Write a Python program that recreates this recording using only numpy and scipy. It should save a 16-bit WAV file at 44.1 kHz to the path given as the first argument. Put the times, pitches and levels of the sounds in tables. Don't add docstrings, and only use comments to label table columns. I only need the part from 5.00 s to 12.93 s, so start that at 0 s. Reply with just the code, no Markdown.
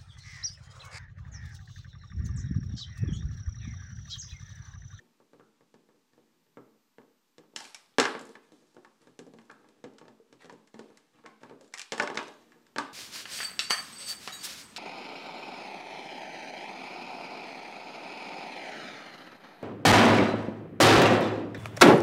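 import sys
import numpy as np
from scipy import signal
from scipy.io import wavfile

SR = 44100
rng = np.random.default_rng(int(sys.argv[2]) if len(sys.argv) > 2 else 0)


def field_ratio(decibels):
    return 10 ** (np.asarray(decibels, dtype=float) / 20)


def to_wav(sig):
    pcm = np.clip(np.atleast_2d(sig), -1, 1) * 32767
    pcm = np.round(pcm).astype(np.int16)
    wavfile.write(sys.argv[1], SR, pcm.T)


N = 349713

# f/Hz, density/dB per Hz
HUSH_SPECTRUM = [(15, -30), (25, -5), (36, -4.5), (54, -19), (241, 0.5), (811, -21.5), (901, -9),
                 (1240, -13), (2150, -15), (4150, -16), (5130, -16.5), (7820, -19.5), (12600, -29),
                 (13600, -21)]
# t/s, rms level/dB
WHINE_LEVEL = [(0, -89), (.6, -100), (1.3, -91), (1.5, -86), (3.3, -89.5), (3.8, -103), (6.6, -99),
               (7.0, -86), (7.93, -85.5)]
# f/Hz, level re direct/dB, t60/s
ROOM_TAIL = [(99, -15, 0.33), (243, 0.5, 0.5), (497, -6.5, 0.51), (1053, 0, 0.47), (1700, -3.5, 0.45),
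             (2600, -6, 0.45), (4150, -9, 0.56), (6700, -8, 0.23), (12050, -7.5, 0.61)]
# t/s, length/s, rumble level/dB, rasp re rumble/dB, grit re rasp/dB
SCUFFS = [(-0.02, 0.14, -61.5, -7.5, -1), (0.32, 0.33, -69.5, -9, -2), (1.11, 0.52, -67.5, -10, -6),
          (2.554, 0.15, -70, 21, 8.5), (2.764, 0.15, -73, 10, 4), (2.905, 0.025, -54, -17, -3),
          (3.29, 0.057, -77.5, 8.5, 16), (7.183, 0.19, -76, 12.5, 10.5), (3.411, 0.12, -65.5, 1.5, 2),
          (3.519, 0.63, -69.5, -1.5, 6), (3.998, 0.11, -59.5, -4.5, -1), (4.36, 0.13, -60.5, -9, 6),
          (4.486, 0.66, -60, -8.5, -3), (5.262, 0.15, -67, -6.5, -2), (5.389, 0.034, -66.5, 14.5, -8),
          (5.406, 0.047, -66.5, 14.5, -1.5), (5.491, 0.12, -62, -1.5, -1), (5.724, 0.43, -64, 0.5, -0.5),
          (6.127, 0.15, -60, -6, -5.5), (6.267, .09, -72, 10, -3), (6.395, 0.16, -70, 10.5, -2),
          (6.614, 0.18, -86, 13.5, 9.5), (7.373, 0.6, -59, -7, 1.5)]
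# t/s, peak level/dB, f/Hz, t60/s
TICKS = [(2.563, -23.5, 3000, 0.0014), (2.563, -18.5, 5970, 0.0022), (2.587, -46, 5350, .02),
         (2.608, -37.5, 802, 0.011), (2.608, -36, 4970, .005), (2.643, -40, 7500, .004),
         (2.651, -41, 2470, 0.0076), (2.698, -50, 7200, .004), (2.706, -46, 5500, .005),
         (2.7491, -32, 5560, 0.0058), (2.7479, -41, 2270, 0.013), (2.760, -45, 2400, .006),
         (2.861, -53, 4960, .005), (2.909, -60, 5400, 0.0077), (2.940, -55, 3520, .004),
         (2.962, -69, 4500, .004), (2.987, -26, 1400, 0.0031), (3.130, -48, 9400, .004),
         (3.228, -52, 7000, 0.0045), (3.308, -56, 7500, 0.0038), (3.332, -54, 9450, .004),
         (3.346, -55.5, 6500, .004), (5.340, -57.5, 5470, 0.0054), (5.411, -54, 4000, .004),
         (5.421, -49, 7960, 0.0055), (5.421, -47, 1890, .01), (5.462, -57, 1800, 0.029),
         (6.255, -45.5, 1575, 0.021), (6.262, -43.5, 2170, .015), (6.266, -57, 2780, 0.013),
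         (6.678, -49, 7500, .005), (6.740, -30.5, 5500, .005), (6.786, -34, 5250, .005),
         (6.921, -30, 3080, 0.0029), (6.963, -38, 1500, 0.0058), (6.993, -29, 1190, 0.0046),
         (6.9985, -22, 1800, .0015), (7.004, -37, 2400, .006), (7.025, -36, 5800, .005),
         (7.032, -29, 5460, 0.0057), (7.147, -44, 4100, .005), (7.1727, -15.5, 2600, 0.00048),
         (7.176, -41, 2700, .008), (7.274, -41, 6000, .004), (7.300, -56, 8000, .004),
         (7.314, -55, 6970, .004), (7.321, -49, 5530, .004), (7.340, -48, 6500, .004),
         (7.7836, -16, 1500, 0.0012)]
# t/s, peak level/dB, f/Hz, t60/s
TOCKS = [(4.193, -46, 435, 0.044), (3, -55, 435, 0.04), (3.3, -47, 454, 0.087), (5.2, -49, 454, 0.099),
         (7.56, -58, 466, 0.2), (6.925, -34, 600, 0.034), (7.176, -27, 3200, 0.0069),
         (1.572, -55, 2120, 0.0091), (4.503, -55, 2400, .03), (2.985, -23, 260, 0.067),
         (2.9853, -15, 410, .012), (3.015, -35, 600, 0.018), (3.027, -34, 1150, 0.019),
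         (0.41, -54, 1400, .02), (1.571, -53, 1330, 0.023), (6.999, -27.5, 590, 0.077),
         (7.024, -36, 760, 0.023), (7.19, -32, 1760, 0.011), (7.205, -32, 960, .015),
         (7.787, -29, 1116, 0.029), (7.785, -27, 1480, .02), (7.765, -39, 300, 0.046),
         (6.245, -47, 460, 0.14), (3.77, -56, 650, .06), (4.499, -55, 640, .05), (4.843, -59, 680, .05),
         (2.9995, -20, 1380, 0.028), (3.054, -29.5, 1600, 0.0084), (3.353, -52, 1770, 0.015),
         (3.849, -74, 1444, 0.016), (4.192, -52, 240, 0.32), (4.267, -55, 258, 0.17),
         (4.339, -52.5, 230, 0.25), (4.5001, -39, 1610, 0.016), (4.4975, -45.5, 1340, 0.033),
         (4.843, -47.5, 270, 0.33), (5.497, -42, 980, 0.027), (6.26, -41.5, 1055, 0.033),
         (6.739, -27.5, 2050, 0.0073), (6.7764, -38.5, 1870, 0.016), (6.7955, -36, 2400, 0.017),
         (7.0746, -29, 1560, 0.007), (7.52, -53, 1700, 0.0096), (7.173, -46, 1546, 0.008),
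         (7.7837, -32, 1140, 0.017), (7.785, -34, 282, 0.071)]
# f/Hz, level/dB, t60/s
TABLETOP_MODES = [(39.8, -21.5, 0.11), (131, -10.5, .2), (169.4, -14, 0.31), (221.8, -11.5, 0.16),
                  (273.8, -2.5, 0.036), (318.8, -8, 0.13), (365.6, -13.5, 0.15), (425, 5.5, 0.02),
                  (459, 2, 0.06), (539, -4.5, 0.082), (605.4, -3.5, 0.059), (708, -9.5, 0.012)]
# f/Hz, level/dB, t60/s
FIGURE_MODES = [(810, -2, 0.0033), (1050, -7, 0.01), (1143, -2, 0.031), (1300, -7.5, 0.011),
                (880, -4, 0.025), (1480, -2, 0.03), (1668, 5, 0.0066), (1800, 2.5, 0.016),
                (2018, -10, 0.024), (2160, 2, 0.0059), (2700, -2, 0.0041)]
# low f/Hz, high f/Hz
PARTS = [
    (650, 1280),
    (1400, 2705),
    (2700, 6800),
    (6400, 11700),
]
# f/Hz, width/Hz, level/dB
SHELL = [
    (5350, 100, -2),
    (7600, 1100, -3),
]
# t/s, tilt/dB per octave
SPOT_TILT = [(0, -6), (2.4, -4.5), (3.0, 2.5), (3.8, 1.5), (4.15, -7.5), (4.4, 0), (4.55, 3), (4.85, -2),
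             (5.1, -4.5), (6.5, -2.5), (6.9, 16), (7.8, 1.5)]
# t/s, tabletop level/dB, plastic level/dB, part struck (0 torso - 3 edge)
FIRST_WALK = [(0.002, -59, -73, 4), (0.2018, -57, -66, 0.17), (0.3333, -49.5, -61, 0.89),
              (0.397, -53.5, -58, 0.011), (0.6083, -57.5, -65.5, 0.3), (0.7416, -52.5, -58, 1.8),
              (0.8887, -61, -65.5, 0.01), (0.9451, -64, -84, 0.85), (1.1341, -63, -67, 1.6),
              (1.179, -56, -70, 0.61), (1.4662, -66, -78, 1.1), (1.5718, -44, -53.5, 0.31),
              (1.7478, -62.5, -85, 2.5), (1.984, -47.5, -59, 0.76), (2.0167, -79, -64.5, 0.3),
              (2.3823, -49, -51.5, 2.2), (2.436, -61, -68, 0.01), (2.5366, -58, -75, 0.01)]
# t/s, tabletop level/dB, plastic level/dB, part struck
SECOND_WALK = [(3.49, -68, -68.5, 1.6), (3.5207, -49, -51.5, 3.7), (3.624, -65, -82.5, 2.1),
               (3.746, -63.5, -59, 3.3), (3.7665, -47.5, -57.5, 0.67), (3.848, -55, -50, 0.45),
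               (4.018, -64, -59.5, 3.1), (4.0718, -50.5, -56, 1.4), (4.1912, -42.5, -42, 2.97),
               (4.2665, -45.5, -54.5, 3.8), (4.3372, -46.5, -56.5, 2.4), (4.3868, -61.5, -55, 0.98),
               (4.416, -57.5, -62, 2.2), (4.454, -77, -61, 3.3), (4.4999, -49.5, -52.5, 0.56),
               (4.5132, -72, -50.5, 3.3), (4.644, -61, -64, 0.01), (4.6882, -62, -57, 2.6),
               (4.767, -63.5, -84, 0.84), (4.841, -39, -45.5, 1.46), (4.937, -81.5, -62, 3.5),
               (4.9457, -67, -77, 0.3), (4.9842, -66, -48, 2.4), (5.014, -48, -54, 0.21),
               (5.0545, -50.5, -61, 0.8), (5.0817, -48.5, -53, 1.5), (5.3271, -51.5, -53, 2.14)]
# t/s, tabletop level/dB, plastic level/dB, part struck
SCUFFLE = [(5.4451, -50, -52.5, 2.2), (5.457, -48, -54, 2.3), (5.4967, -52, -45.5, 0.79),
           (5.5258, -45, -51, 3.4), (5.6744, -69, -54.5, 2.8), (5.7429, -44, -52.5, 1.7),
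           (5.7928, -43.5, -46, 2.1), (5.9026, -54.5, -64, 1.8), (5.973, -63.5, -46, 3.34),
           (6.187, -59.5, -61, 0.014), (6.239, -61.5, -59.5, 0.4), (6.2614, -48.5, -45, 1.44),
           (6.4167, -52.5, -64, 0.38), (6.4333, -45, -45.5, 0.48), (6.4965, -51.5, -50.5, 0.25),
           (6.511, -45, -59, 0.12), (6.6106, -50, -47.5, 3.4), (6.6449, -63, -52, 3.9),
           (6.679, -77, -60, 3.9), (7.5204, -94, -55, 0.79), (7.667, -74.5, -57, 2.1)]
# t/s, tabletop level/dB, plastic level/dB, part struck, loss/dB per part away
FIRST_FALL = [(2.56, -80, -51, 3, 13.5), (2.5622, -56.5, -24.5, 2.4, 12), (2.5881, -77, -46.5, 1.9, 7),
              (2.604, -66.5, -35.5, 2.3, 9.5), (2.643, -63, -46, 2.5, 3.5), (2.6525, -76.5, -41, 1.8, 11),
              (2.7461, -80, -32, 2.9, 7.5), (2.75, -74.5, -61.5, 1.5, 8.5), (2.9846, -23, -19.5, 0.9, 2.5),
              (2.9995, -34.5, -13, 2.3, 6.5), (3.0156, -51.5, -30.5, 1.1, 1), (3.029, -47.5, -27, 1.6, 9),
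              (3.041, -52, -28, 1.3, 9.5), (3.054, -60.5, -22.5, 1.2, 7.5),
              (3.0754, -47.5, -36.5, 0.01, 21.5), (3.151, -41, -33.5, 0.57, 12.5), (3.194, -66, -42, 3, 5),
              (3.2119, -45, -38.5, 3, 16), (3.2535, -65, -42.5, 3.03, 28), (3.269, -56.5, -46, 3.04, 19),
              (3.292, -52.5, -48.5, 3, 8), (3.354, -57.5, -45, 0.89, 8)]
# t/s, tabletop level/dB, plastic level/dB, part struck, loss/dB per part away
SECOND_FALL = [(6.7252, -85, -54, 1.7, 17), (6.7363, -87, -50, 3.1, 13), (6.739, -71, -30.5, 2.77, 6.5),
               (6.7765, -77, -35.5, 2.3, 13), (6.7836, -82, -30, 3.55, 7), (6.7954, -79, -28.5, 2.56, 9.5),
               (6.8164, -72, -26.5, 2.41, 17), (6.9215, -40, -24.5, 2.2, 6), (6.935, -56, -40, 0.61, 6),
               (6.9799, -48, -31.5, 3.6, 3.5), (6.9986, -34.5, -18.5, 0.88, 9), (7.0235, -37, -32, 3, 4),
               (7.034, -43.5, -43, 2.5, -4), (7.0748, -65.5, -31.5, 0.9, 6.5),
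               (7.1009, -43, -37, 0.26, 3.5), (7.146, -46.5, -45, 2, 3), (7.1553, -46.5, -42, 2.9, 1.5),
               (7.1737, -39, -18.5, 1.42, 15), (7.1907, -71, -27.5, 0.62, 11.5),
               (7.2293, -53, -43, 2.6, 10), (7.281, -48, -44, 3.06, 5.5), (7.7614, -37.5, -33.5, 0.89, 7.5),
               (7.7838, -40.5, -26.5, 0.92, 1.5)]

THIRD_OCTAVES_HZ = 25 * 2 ** np.arange(0, 9.4, 1 / 3)
TRAVEL_S = -0.00024


def rms_one(x):
    return x / np.sqrt(np.mean(x ** 2) + 1e-30)


def at_hz(rows, hz, column=1):
    rows = np.array(rows)
    return np.interp(np.log(hz), np.log(rows[:, 0]), rows[:, column])


def lowpass(x, order, hz):
    return signal.sosfilt(signal.butter(order, hz, fs=SR, output="sos"), x)


def band(x, low_hz, high_hz):
    return signal.sosfilt(signal.butter(2, [low_hz, high_hz], "band", fs=SR, output="sos"), x)


def noise_bands(size):
    white = rng.standard_normal((2, size))
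    for k, (low_hz, high_hz) in enumerate(zip(THIRD_OCTAVES_HZ, THIRD_OCTAVES_HZ[1:])):
        yield np.sqrt(low_hz * high_hz), band(white[k % 2], low_hz, high_hz)


def clicks(at, sizes):
    out = np.full(N, 1e-18)
    np.add.at(out, at, sizes)
    return out


def ring(blows, hz, t60_s):
    r = field_ratio(-60 / (t60_s * SR))
    w = 2 * np.pi * hz / SR
    return signal.lfilter([0, np.sin(w)], [1, -2 * r * np.cos(w), r * r], blows + 1e-18)


def resonance(x, hz, width_hz):
    r = np.exp(-np.pi * width_hz / SR)
    poles = [1, -2 * r * np.cos(2 * np.pi * hz / SR), r * r]
    return signal.lfilter((1 - r * r) / 2 * np.array([1, 0, -1]), poles, x)


def hush(level_db=-75.5, whine_hz=14105):
    air = sum(noise[SR:] * field_ratio(at_hz(HUSH_SPECTRUM, hz)) for hz, noise in noise_bands(N + SR))
    air = lowpass(air, 3, 12500)
    t = np.arange(N) / SR
    whine_rms = field_ratio(np.interp(t, *np.transpose(WHINE_LEVEL)))
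    whine = np.sqrt(2) * whine_rms * np.sin(2 * np.pi * whine_hz * t)
    return field_ratio(level_db) * rms_one(air) + whine


def room(x, first_s=0.00017, early_db=5.5, early_t60_s=0.069, place_s=0.21):
    t, out = np.arange(SR) / SR, 0
    early = field_ratio(early_db - 60 * t / early_t60_s)
    for place in range(3):
        tail = 0
        for hz, noise in noise_bands(SR):
            late = field_ratio(-60 * t / at_hz(ROOM_TAIL, hz, column=2))
            tail = tail + noise * field_ratio(at_hz(ROOM_TAIL, hz)) * (early + late)
        tail *= field_ratio(-26.5) * (1 - np.exp(-(t / first_s) ** 2))
        share = np.sqrt(2 / 3) * np.cos(np.pi / 3 * (np.arange(N) / SR / place_s + place))
        out = out + signal.fftconvolve(x * share, tail)[:N]
    return out


def drags(rise_s=0.02, fade_db=13):
    t, levels = np.arange(N) / SR, np.zeros((3, N))
    for s, length_s, rumble_db, rasp_db, grit_db in SCUFFS:
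        corners_s = [0, rise_s, max(length_s, 2 * rise_s), length_s + 3 * rise_s]
        edges = np.interp(t - s, corners_s, [0, 1, 1, 0])
        shape = edges * field_ratio(-fade_db * np.clip((t - s) / length_s, 0, 2))
        levels += np.outer(field_ratio(np.cumsum([rumble_db, rasp_db, grit_db])), shape)
    return levels


def scuffs(slips_per_s=2500):
    caught = rng.random(N) < slips_per_s / SR
    sizes = field_ratio(2 * np.minimum(rng.exponential(1, N), 5))
    slips = caught * sizes * rng.choice([-1, 1], N)
    rumble = sum(field_ratio(db) * ring(slips, hz, t60_s) for hz, db, t60_s in TABLETOP_MODES)
    layers = [band(rumble, 80, 350), band(slips, 470, 4000), band(slips, 2700, 11500)]
    return field_ratio(-7.0) * sum(level * rms_one(layer) for level, layer in zip(drags(), layers))


def ticks():
    return sum(ring(clicks(round(s * SR), -field_ratio(db)), hz, t60_s) for s, db, hz, t60_s in TICKS)


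def tocks():
    return sum(ring(clicks(round((s + TRAVEL_S) * SR), field_ratio(db)), hz, t60_s) for s, db, hz, t60_s in TOCKS)


def contact_rows(step_loss_db=5):
    walks = [np.c_[w, np.full(len(w), step_loss_db)] for w in (FIRST_WALK, SECOND_WALK, SCUFFLE)]
    groups = walks + [np.array(FIRST_FALL), np.array(SECOND_FALL)]
    s, table_db, plastic_db, part, loss_db = np.vstack(groups).T
    spot_db = np.interp(s, *np.transpose(SPOT_TILT))
    parts_db = [plastic_db - loss_db * abs(k - part) for k in range(len(PARTS))]
    return s, table_db, spot_db, parts_db


def struck(modes, at, levels_db, spread_db, flip):
    chance = rng.standard_normal((len(at), len(modes)))
    out = 0
    for k, (hz, mode_db, t60_s) in enumerate(modes):
        sizes = flip ** k * field_ratio(levels_db[:, k] + mode_db + spread_db * chance[:, k])
        out = out + ring(clicks(at, sizes), hz, t60_s)
    return out


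def thuds(at, table_db, spot_db, heavy_db=-22, leg_share=0.58):
    modes_hz = np.array(TABLETOP_MODES)[:, 0]
    tilt_db = np.outer(spot_db, np.log2(np.maximum(modes_hz, 200.0) / 350))
    tilt_db[:, 0] = 24.5 + leg_share * (table_db - heavy_db)
    wood = struck(TABLETOP_MODES, at, table_db[:, None] - 7 + tilt_db, spread_db=4.0, flip=0.99)
    return lowpass(-band(wood, 85.0, 7200), 2, 900)


def knocks(at, parts_db):
    in_limb = np.array(FIGURE_MODES)[:, 0] > PARTS[0][1]
    levels_db = np.where(in_limb, parts_db[1][:, None], parts_db[0][:, None]) - 5.5
    return band(struck(FIGURE_MODES, at, levels_db, spread_db=3.5, flip=-1.059), 350, 2900)


def chatter(at, sizes, t60_s):
    step = np.arange(1, 400)
    rattle = rng.standard_normal((len(at), len(step))) * field_ratio(-60 * step / SR / t60_s)
    return clicks(at[:, None] + step, sizes[:, None] * rattle)


def contacts(snap_db=(30, 24, 19, 15), rattle_db=(-22, -17, -14, -13)):
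    s, table_db, spot_db, parts_db = contact_rows()
    at = np.round((s + TRAVEL_S) * SR).astype(int)
    blows, close = thuds(at, table_db, spot_db), 0
    for k, (low_hz, high_hz) in enumerate(PARTS):
        sizes = (-1) ** k * field_ratio(parts_db[k] + snap_db[k])
        blows = blows + band(clicks(at, sizes), low_hz, high_hz)
        close = close + band(chatter(at, sizes * field_ratio(rattle_db[k]), t60_s=0.018), low_hz, high_hz)
    blows = blows + sum(field_ratio(db) * resonance(blows, hz, width_hz) for hz, width_hz, db in SHELL)
    rings = knocks(at, parts_db)
    return blows + field_ratio(-9.0) * rings, close + rings


def scene():
    blows, close = contacts()
    far = blows + scuffs()
    notes = tocks() + ticks()
    tail = room(far + field_ratio(-4.0) * notes)
    toys = lowpass(far + close + notes + tail, 2, 5780)
    return (toys + hush())[None]


def top_cut(x):
    return signal.sosfilt(signal.butter(12, 15680, fs=SR, output="sos"), x)


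def record(dry):
    cut = signal.sosfilt(signal.butter(4, 114, "high", fs=SR, output="sos"), dry)
    shelved = cut + field_ratio(-13.5) * dry
    mix = 0.73 * np.tanh(shelved / 0.79) - 0.0001
    return top_cut(mix)


dry = scene()
out = record(dry)
to_wav(out)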